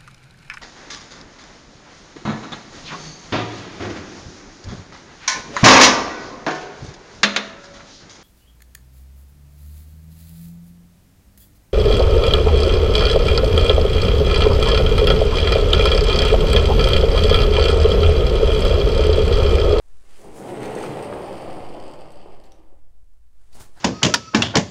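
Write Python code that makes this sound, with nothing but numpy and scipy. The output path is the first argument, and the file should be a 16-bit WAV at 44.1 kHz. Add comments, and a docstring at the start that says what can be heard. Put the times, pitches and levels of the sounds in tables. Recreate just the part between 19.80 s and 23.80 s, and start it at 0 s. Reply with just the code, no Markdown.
"""Small wheels rumble over a tiled garage floor: a mechanic's creeper, pushed off, coasts to a stop.
Floor roughness shakes the board, grit crackles and tile joints knock the wheels.
Loose casters tick, their bearings sizzle and the frame clinks.
Clothes rustle at the push, and again as the rider slaps a hand down on the floor."""
import sys
import numpy as np
from scipy import signal
from scipy.fft import rfft, irfft
from scipy.io import wavfile

SR = 44100
rng = np.random.default_rng(int(sys.argv[2]) if len(sys.argv) > 2 else 0)


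def to_wav(sig):
    """Store sig (one row per channel, or 1-D mono) as 16-bit WAV at the path in sys.argv[1].

    Samples outside -1..1 are clipped; the rate is SR.
    """
    pcm = np.clip(np.atleast_2d(sig), -1, 1) * 32767
    pcm = np.round(pcm).astype(np.int16)
    wavfile.write(sys.argv[1], SR, pcm.T)  # frames by channels


N = 176400


def wheels():
    """Floor roughness shakes the board, which rings hollow under the push; grit crackles above."""
    roll_levels = [(0.15,-77,-85),(0.3,-61.5,-66),(0.375,-58,-66),(0.45,-41.5,-60.5),(0.53,-44,-61),(0.65,-33,-51.5),(0.85,-29.5,-42),(0.93,-29,-45),(1.03,-29.5,-42.5),(1.17,-30,-45.5),(1.33,-32,-47.5),(1.42,-32.5,-48.5),(1.62,-34,-49.5),(2.1,-40.5,-57.5),(2.39,-46.5,-63.5),(2.46,-46,-64),(2.56,-49.5,-63),(2.78,-57.5,-73),(2.94,-61.5,-76.5),(3.05,-74,-87),(3.2,-74,-95)]  # time_s, rumble_db, grit_db
    push_spectrum = [(40,-30),(75,-22),(105,-2.5),(135,1),(162,-12),(192,-2),(260,-4),(370,-2),(450,-1.5),(640,-6.5),(760,-3.5),(1000,-13),(1500,-21.5),(2200,-41.5),(3500,-96.5)]  # freq_hz, gain_db
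    coast_spectrum = [(40,-26),(62,-7.5),(85,-6),(120,-2),(165,-6.5),(245,-6.5),(325,0.5),(440,-6),(520,0),(640,-2.5),(780,-3),(950,-10),(1220,-14),(1550,-26.5),(2200,-65),(3500,-87.5)]  # freq_hz, gain_db
    grit_spectrum = [(700,-13),(1300,-2),(2000,3),(2900,-3),(3800,-8.5),(5000,-13.5),(6300,-19),(8000,-15.5),(10000,-19.5),(13000,-27.5),(16000,-27)]  # freq_hz, gain_db
    rumble_db, grit_db = curves(roll_levels)
    coast, = curves([(1.0, 0), (1.344, 1)])  # crossfade, push to coast
    bumps = grains(per_s=1100, spread_db=1.9, wash=.75)
    board = resonate(rng.standard_normal(N), hz=419, width_hz=172)
    pushed = unit(colour(bumps, push_spectrum) + amp(-4.5) * board)
    rumble = (1 - coast) * pushed + coast * colour(bumps, coast_spectrum)
    crunch = grains(per_s=2000, spread_db=2.5, wash=.5)
    grit = colour(crunch, grit_spectrum) * flutter(rate_hz=18, depth_db=1.54)
    moving, = curves([(3.1, 0.99), (3.3, 0)])
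    uneven = flutter(rate_hz=13, depth_db=.6)
    return moving * uneven * (amp(rumble_db + 0.02) * rumble + amp(grit_db - 0.63) * grit)


def joints():
    """Each tile joint knocks the board; a sharp edge also makes the hard wheel clack."""
    crossings = [(0.858,-22,-18),(0.901,-21,-20),(0.964,-20.5,-17),(1.038,-22,3),(1.297,-28,-13),(1.326,-20.5,-1),(1.339,-23,-11),(1.769,-27,-7),(2.102,-32,-9),(2.46,-30,-25),(2.927,-47,-18)]  # start_s, peak_db, clack_re_knock_db
    board_modes = [(131,-21,0.025),(452,12.5,0.0072),(760,-1,0.0087)]  # freq_hz, level_db, t60_s
    wheel_modes = [(1200,1.5,0.009),(1456,-2,0.0056)]  # freq_hz, level_db, t60_s
    knock, clack = unit(ring(board_modes)), unit(ring(wheel_modes))
    rise_s = .0015
    rise = np.minimum(np.arange(len(knock)) / SR / rise_s, 1)
    out = np.zeros(N)
    for start_s, peak_db, clack_db in crossings:
        add(out, start_s, peaked(rise * (knock + amp(clack_db) * clack), peak_db))
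    return out


def caster(ticks, modes, crack, chatter):
    """A loose caster knocks against its swivel and chatters briefly."""
    crack_spectrum = [(300,-25),(2500,2),(5000,-7),(8500,0),(10500,-17),(16000,-32)]  # freq_hz, gain_db
    out = np.zeros(N)
    for start_s, peak_db in ticks:
        contact = chatter * burst(t60_s=0.025)
        contact[0] = 1  # the knock
        metal = unit(signal.fftconvolve(contact, ring(modes))[:len(contact)])
        snap = colour(burst(t60_s=0.0067), crack_spectrum)
        add(out, start_s, peaked(metal + crack * snap, peak_db))
    return out


def casters():
    """One caster ticks under the push, a second while coasting."""
    first_ticks = [(0.806,-41),(0.831,-32),(0.858,-33),(0.9525,-29.5),(0.987,-34),(1.004,-33),(1.029,-30.5),(1.081,-38)]  # start_s, peak_db
    first_modes = [(4380,-6,0.0056),(6300,-1,0.007),(8400,0.5,0.0085)]  # freq_hz, level_db, t60_s
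    second_ticks = [(1.421,-40),(1.529,-34),(1.621,-37),(1.730,-39),(1.892,-39),(1.939,-42),(1.964,-46),(2.001,-36),(2.026,-39),(2.039,-38),(2.081,-38),(2.113,-37),(2.137,-36.5),(2.210,-40),(2.306,-38),(2.358,-42),(2.374,-42.5),(2.601,-42.5)]  # start_s, peak_db
    second_modes = [(3110,10,0.015),(4700,11,0.014),(4950,7,.012),(7700,6,0.01),(8250,5,0.0092),(9200,-6,0.0092)]  # freq_hz, level_db, t60_s
    first = caster(first_ticks, first_modes, crack=0.19, chatter=0.13)
    return first + caster(second_ticks, second_modes, crack=0.46, chatter=0.03)


def bearings():
    """Balls chatter in their races and excite broad metal rings; the first bearing climbs in pitch."""
    first_track = [(.1,-100,8295),(.35,-79,8300),(.75,-61.5,8400.5),(1.0,-59,8532),(1.35,-59,8823),(1.75,-65,9150),(2.2,-78,9200),(2.9,-100,9204)]  # time_s, level_db, pitch_hz
    first_rings = [(1,720,-1),(1.36,1197,-15)]  # pitch_ratio, width_hz, level_db
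    second_track = [(.1,-100),(.35,-66),(.75,-94),(1.0,-57.5),(1.35,-60.5),(1.75,-58),(2.12,-62),(2.5,-68.5),(2.85,-82.5),(3.05,-105)]  # time_s, level_db
    second_rings = [(2880,1050,3),(4570,950,-.3),(8040,1200,-9)]  # freq_hz, width_hz, level_db
    first_db, pitch_hz = curves(first_track)
    second_db, = curves(second_track)
    first_balls, second_balls = [grains(per_s=450, spread_db=3.2, wash=.45) for _ in range(2)]
    first = sum(amp(db) * resonate(first_balls, pitch_hz * ratio, width_hz)
                for ratio, width_hz, db in first_rings)
    second = sum(amp(db) * resonate(second_balls, hz, width_hz) for hz, width_hz, db in second_rings)
    return (amp(first_db) * first + amp(second_db) * second) * flutter(rate_hz=6.4, depth_db=2.16)


def clinks():
    """Sharp contacts in the frame: each short scrape rings one broad resonance."""
    contacts = [(1.04,-38,4540,.03),(1.226,-35,8200,.04),(2.319,-44.5,8000,.04),(2.638,-47.5,4400,0.05),(2.655,-52,7450,.06),(2.7203,-40.5,5800,0.012),(3.728,-46,4600,0.1)]  # start_s, peak_db, ring_hz, t60_s
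    scrape_spectrum = [(200,-22.5),(2000,7),(4500,12),(9000,4.5),(13000,1),(16000,-12)]  # freq_hz, gain_db
    out = np.zeros(N)
    for start_s, peak_db, ring_hz, t60_s in contacts:
        contact = burst(t60_s)
        clink = resonate(contact, ring_hz, width_hz=960) + amp(3.5) * colour(contact, scrape_spectrum)
        add(out, start_s, peaked(clink, peak_db))
    return out


def hand():
    """A palm lands on the tiles: a slap with a brush of sleeve, then a thud."""
    slap_spectrum = [(100,8),(900,-3),(2500,-6),(9000,-1.5),(12000,-9),(16000,-7.5)]  # freq_hz, gain_db
    thud_spectrum = [(20,-13),(50,5.5),(120,12),(220,-10.5),(900,-8),(2500,-23.5),(12000,-48)]  # freq_hz, gain_db
    slap = colour(burst(t60_s=0.22), slap_spectrum)
    rise_s = 0.011
    slap *= np.minimum(.5 + .5 * np.arange(len(slap)) / SR / rise_s, 1)
    thud = colour(burst(t60_s=0.045), thud_spectrum)
    out = np.zeros(N)
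    add(out, start_s=3.7995, sound=peaked(slap, db=-36.5))
    add(out, start_s=3.807, sound=peaked(thud, db=-33.5))
    return out


def rider():
    """Clothes rub, and the board shifts under the rider near the end."""
    rustle_levels = [(0,-72),(.11,-66.5),(.22,-65.5),(.39,-55.5),(.52,-60),(.58,-53.5),(.8,-59.5),(1.04,-51),(1.3,-62),(2.4,-76),(3.5,-78),(3.64,-69),(3.71,-68),(3.755,-55),(3.82,-50),(3.86,-60),(3.92,-66.5),(3.99,-57.5)]  # time_s, level_db
    cloth_spectrum = [(100,-11.5),(400,3.5),(1500,0),(3000,-4.5),(5500,-6),(8500,-4.5),(10000,-7),(11700,-15.5),(16000,-20)]  # freq_hz, gain_db
    shift_levels = [(3.55,-95),(3.71,-72),(3.755,-48),(3.79,-51),(3.815,-50),(3.85,-55),(3.93,-65),(3.955,-60),(3.976,-49.5),(4,-63)]  # time_s, level_db
    shift_spectrum = [(20,-20),(45,-0.5),(110,2),(175,-6),(330,-2),(490,-10),(800,-9),(1050,-12.5),(1400,-24.5),(2100,-31),(5500,-75)]  # freq_hz, gain_db
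    rustle_gain = amp(curves(rustle_levels)[0]) * flutter(rate_hz=72, depth_db=1)
    rustle = colour(grains(per_s=4100, spread_db=3, wash=0.52), cloth_spectrum)
    shift = colour(grains(per_s=600, spread_db=3.5, wash=0.41), shift_spectrum)
    return rustle_gain * rustle + amp(curves(shift_levels)[0]) * shift


def swishes():
    """Quick, bright strokes of rubbing cloth."""
    strokes = [(.425,0.12,-60),(0.583,0.087,-53),(.695,0.095,-54),(3.758,0.032,-54.5)]  # centre_s, length_s, level_db
    swish_spectrum = [(1000,-17),(3500,-7.5),(8200,-.5),(9900,-0.5),(11500,-10),(13000,-11),(16000,-11)]  # freq_hz, gain_db
    envelope = sum(amp(db) * swell(centre_s, length_s) for centre_s, length_s, db in strokes)
    return envelope * colour(grains(per_s=2500, spread_db=0, wash=0.49), swish_spectrum)


def scuff():
    """A last scuff on the tiles: tiny slips excite broad resonances."""
    resonances = [(780,160,-2),(1600,430,1.5),(4100,1900,-5)]  # freq_hz, width_hz, level_db
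    slips = grains(per_s=750, spread_db=1, wash=0.68)
    rub = unit(sum(amp(db) * resonate(slips, hz, width_hz) for hz, width_hz, db in resonances))
    return amp(-54) * swell(centre_s=3.985, length_s=.05) * rub


def garage(x, wet_db):
    """Adds dense reflections that die sooner in the treble, keeping the power."""
    room_decay = [(100,.4),(500,0.46),(2000,0.3),(8000,0.26),(16000,0.24)]  # freq_hz, t60_s
    size, density, predelay_s = SR // 2, .1, .004
    taps = rng.standard_normal(size) * (rng.random(size) < density)
    taps *= np.arange(size) > predelay_s * SR
    hz, t, bands = signal.stft(taps, SR, nperseg=256)
    decay = np.exp(-np.log(1000) * t / read(room_decay, hz)[:, None])
    tail = signal.istft(bands * decay, SR)[1]
    wet = signal.fftconvolve(x, tail / np.linalg.norm(tail))[:N]
    return (x + amp(wet_db) * wet) / np.sqrt(1 + amp(wet_db) ** 2)


def travelling(x, wet_db, patch_s=.14, count=8):
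    """Reflections change as the board moves: a crossfade to the next set every patch_s."""
    place = np.arange(N) / SR / patch_s
    distances = [abs((place + k) % count - count / 2) for k in range(count)]
    shares = [np.cos(np.pi / 2 * np.minimum(distance, 1)) for distance in distances]
    power = (sum(shares) ** 2 + amp(wet_db) ** 2) / (1 + amp(wet_db) ** 2)
    return sum(garage(x * share, wet_db) for share in shares) / np.sqrt(power)


def air():
    """Faint room noise over a slow sway below hearing."""
    air_spectrum = [(15,-30.5),(25,-2.5),(27,-16.5),(59,-15),(75,-29),(107,-29),(140,-44.5),(1450,-66),(1710,-67),(15500,-66.5)]  # freq_hz, gain_db
    sway_hz, width_hz, fade_s = 3, 1.2, .08
    hz, t = np.fft.rfftfreq(N, 1 / SR), np.arange(N) / SR
    sway = irfft(np.exp(2j * np.pi * rng.random(len(hz)) - ((hz - sway_hz) / width_hz) ** 2), N)
    fade = np.sin(np.pi / 2 * np.minimum(np.minimum(t, t[::-1]) / fade_s, 1))
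    return amp(-54) * colour(rng.standard_normal(N), air_spectrum) + amp(-36) * fade * unit(sway)


def grains(per_s, spread_db, wash):
    """Random small impacts of uneven size over smooth noise."""
    size = amp(spread_db * np.minimum(rng.exponential(1, N), 4))
    hits = size * rng.choice([-1., 1.], N) * (rng.random(N) < per_s / SR)
    return unit(unit(hits) + wash * rng.standard_normal(N))


def burst(t60_s):
    """Decaying puff of noise."""
    t = np.arange(SR // 5) / SR
    return rng.standard_normal(len(t)) * np.exp(-np.log(1000) * t / t60_s)


def ring(modes):
    """Struck body: a few decaying modes."""
    t = np.arange(SR // 5) / SR
    return sum(amp(db) * np.exp(-np.log(1000) * t / t60_s) * np.sin(2 * np.pi * hz * t)
               for hz, db, t60_s in modes)


def resonate(x, hz, width_hz):
    """Steep resonance that can follow a pitch curve, at rms 1."""
    carrier = np.exp(2j * np.pi * np.cumsum(hz * np.ones(len(x))) / SR)
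    pole = np.exp(-np.pi * width_hz / SR)
    return unit((carrier * signal.lfilter([1], [1, -2 * pole, pole * pole], x / carrier)).real)


def colour(x, spectrum, size=4096):
    """Minimum-phase filter with this spectrum; output at rms 1."""
    hz = abs(np.fft.fftfreq(size, 1 / SR))
    log_gain = np.log(amp(np.maximum(read(spectrum, hz), -100)))
    response = np.fft.ifft(np.exp(np.conj(signal.hilbert(log_gain)))).real[:size // 2]
    return unit(signal.oaconvolve(x, response)[:len(x)])


def flutter(rate_hz, depth_db):
    """Randomly wandering gain."""
    ratio = np.fft.rfftfreq(N, 1 / SR) / rate_hz
    wander = irfft(rfft(rng.standard_normal(N)) * ratio / (1 + ratio ** 4), N)
    return amp(depth_db * unit(wander))


def swell(centre_s, length_s):
    """Gaussian rise and fall."""
    return np.exp(-(2 * (np.arange(N) / SR - centre_s) / length_s) ** 2)


def curves(rows):
    """Each column of a time table, per sample."""
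    time_s, *columns = np.transpose(rows)
    return [np.interp(np.arange(N) / SR, time_s, column) for column in columns]


def read(points, hz):
    """Interpolates on a log-frequency axis."""
    freq_hz, value = np.transpose(points)
    return np.interp(np.log(hz + 1), np.log(freq_hz + 1), value)


def add(mix, start_s, sound):
    """Mixes a sound in at start_s."""
    part = mix[max(round(start_s * SR), 0):][:len(sound)]
    part += sound[:len(part)]


def amp(db):
    """Decibels to gain."""
    return 10 ** (np.asarray(db) / 20)


def unit(x):
    """Scales to rms 1."""
    return x / np.sqrt(np.mean(x ** 2) + 1e-20)


def peaked(x, db):
    """Scales to a peak level."""
    return amp(db) * x / abs(x).max()


def scene():
    """Creeper and rider in the garage, mono."""
    metal = bearings() + casters() + clinks()
    mix = travelling(wheels() + joints(), wet_db=-4)
    mix += garage(metal, wet_db=-5)
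    mix += garage(rider() + hand() + swishes() + scuff(), wet_db=-13.5)
    return (mix + air())[None]


def record(dry):
    """Steep low-pass at the top of the treble."""
    cutoff_hz = 15800
    lowpass = signal.firwin(767, cutoff_hz, window=("kaiser", 9), fs=SR)
    return signal.oaconvolve(dry, lowpass[None], "same")


dry = scene()
out = record(dry)
to_wav(out)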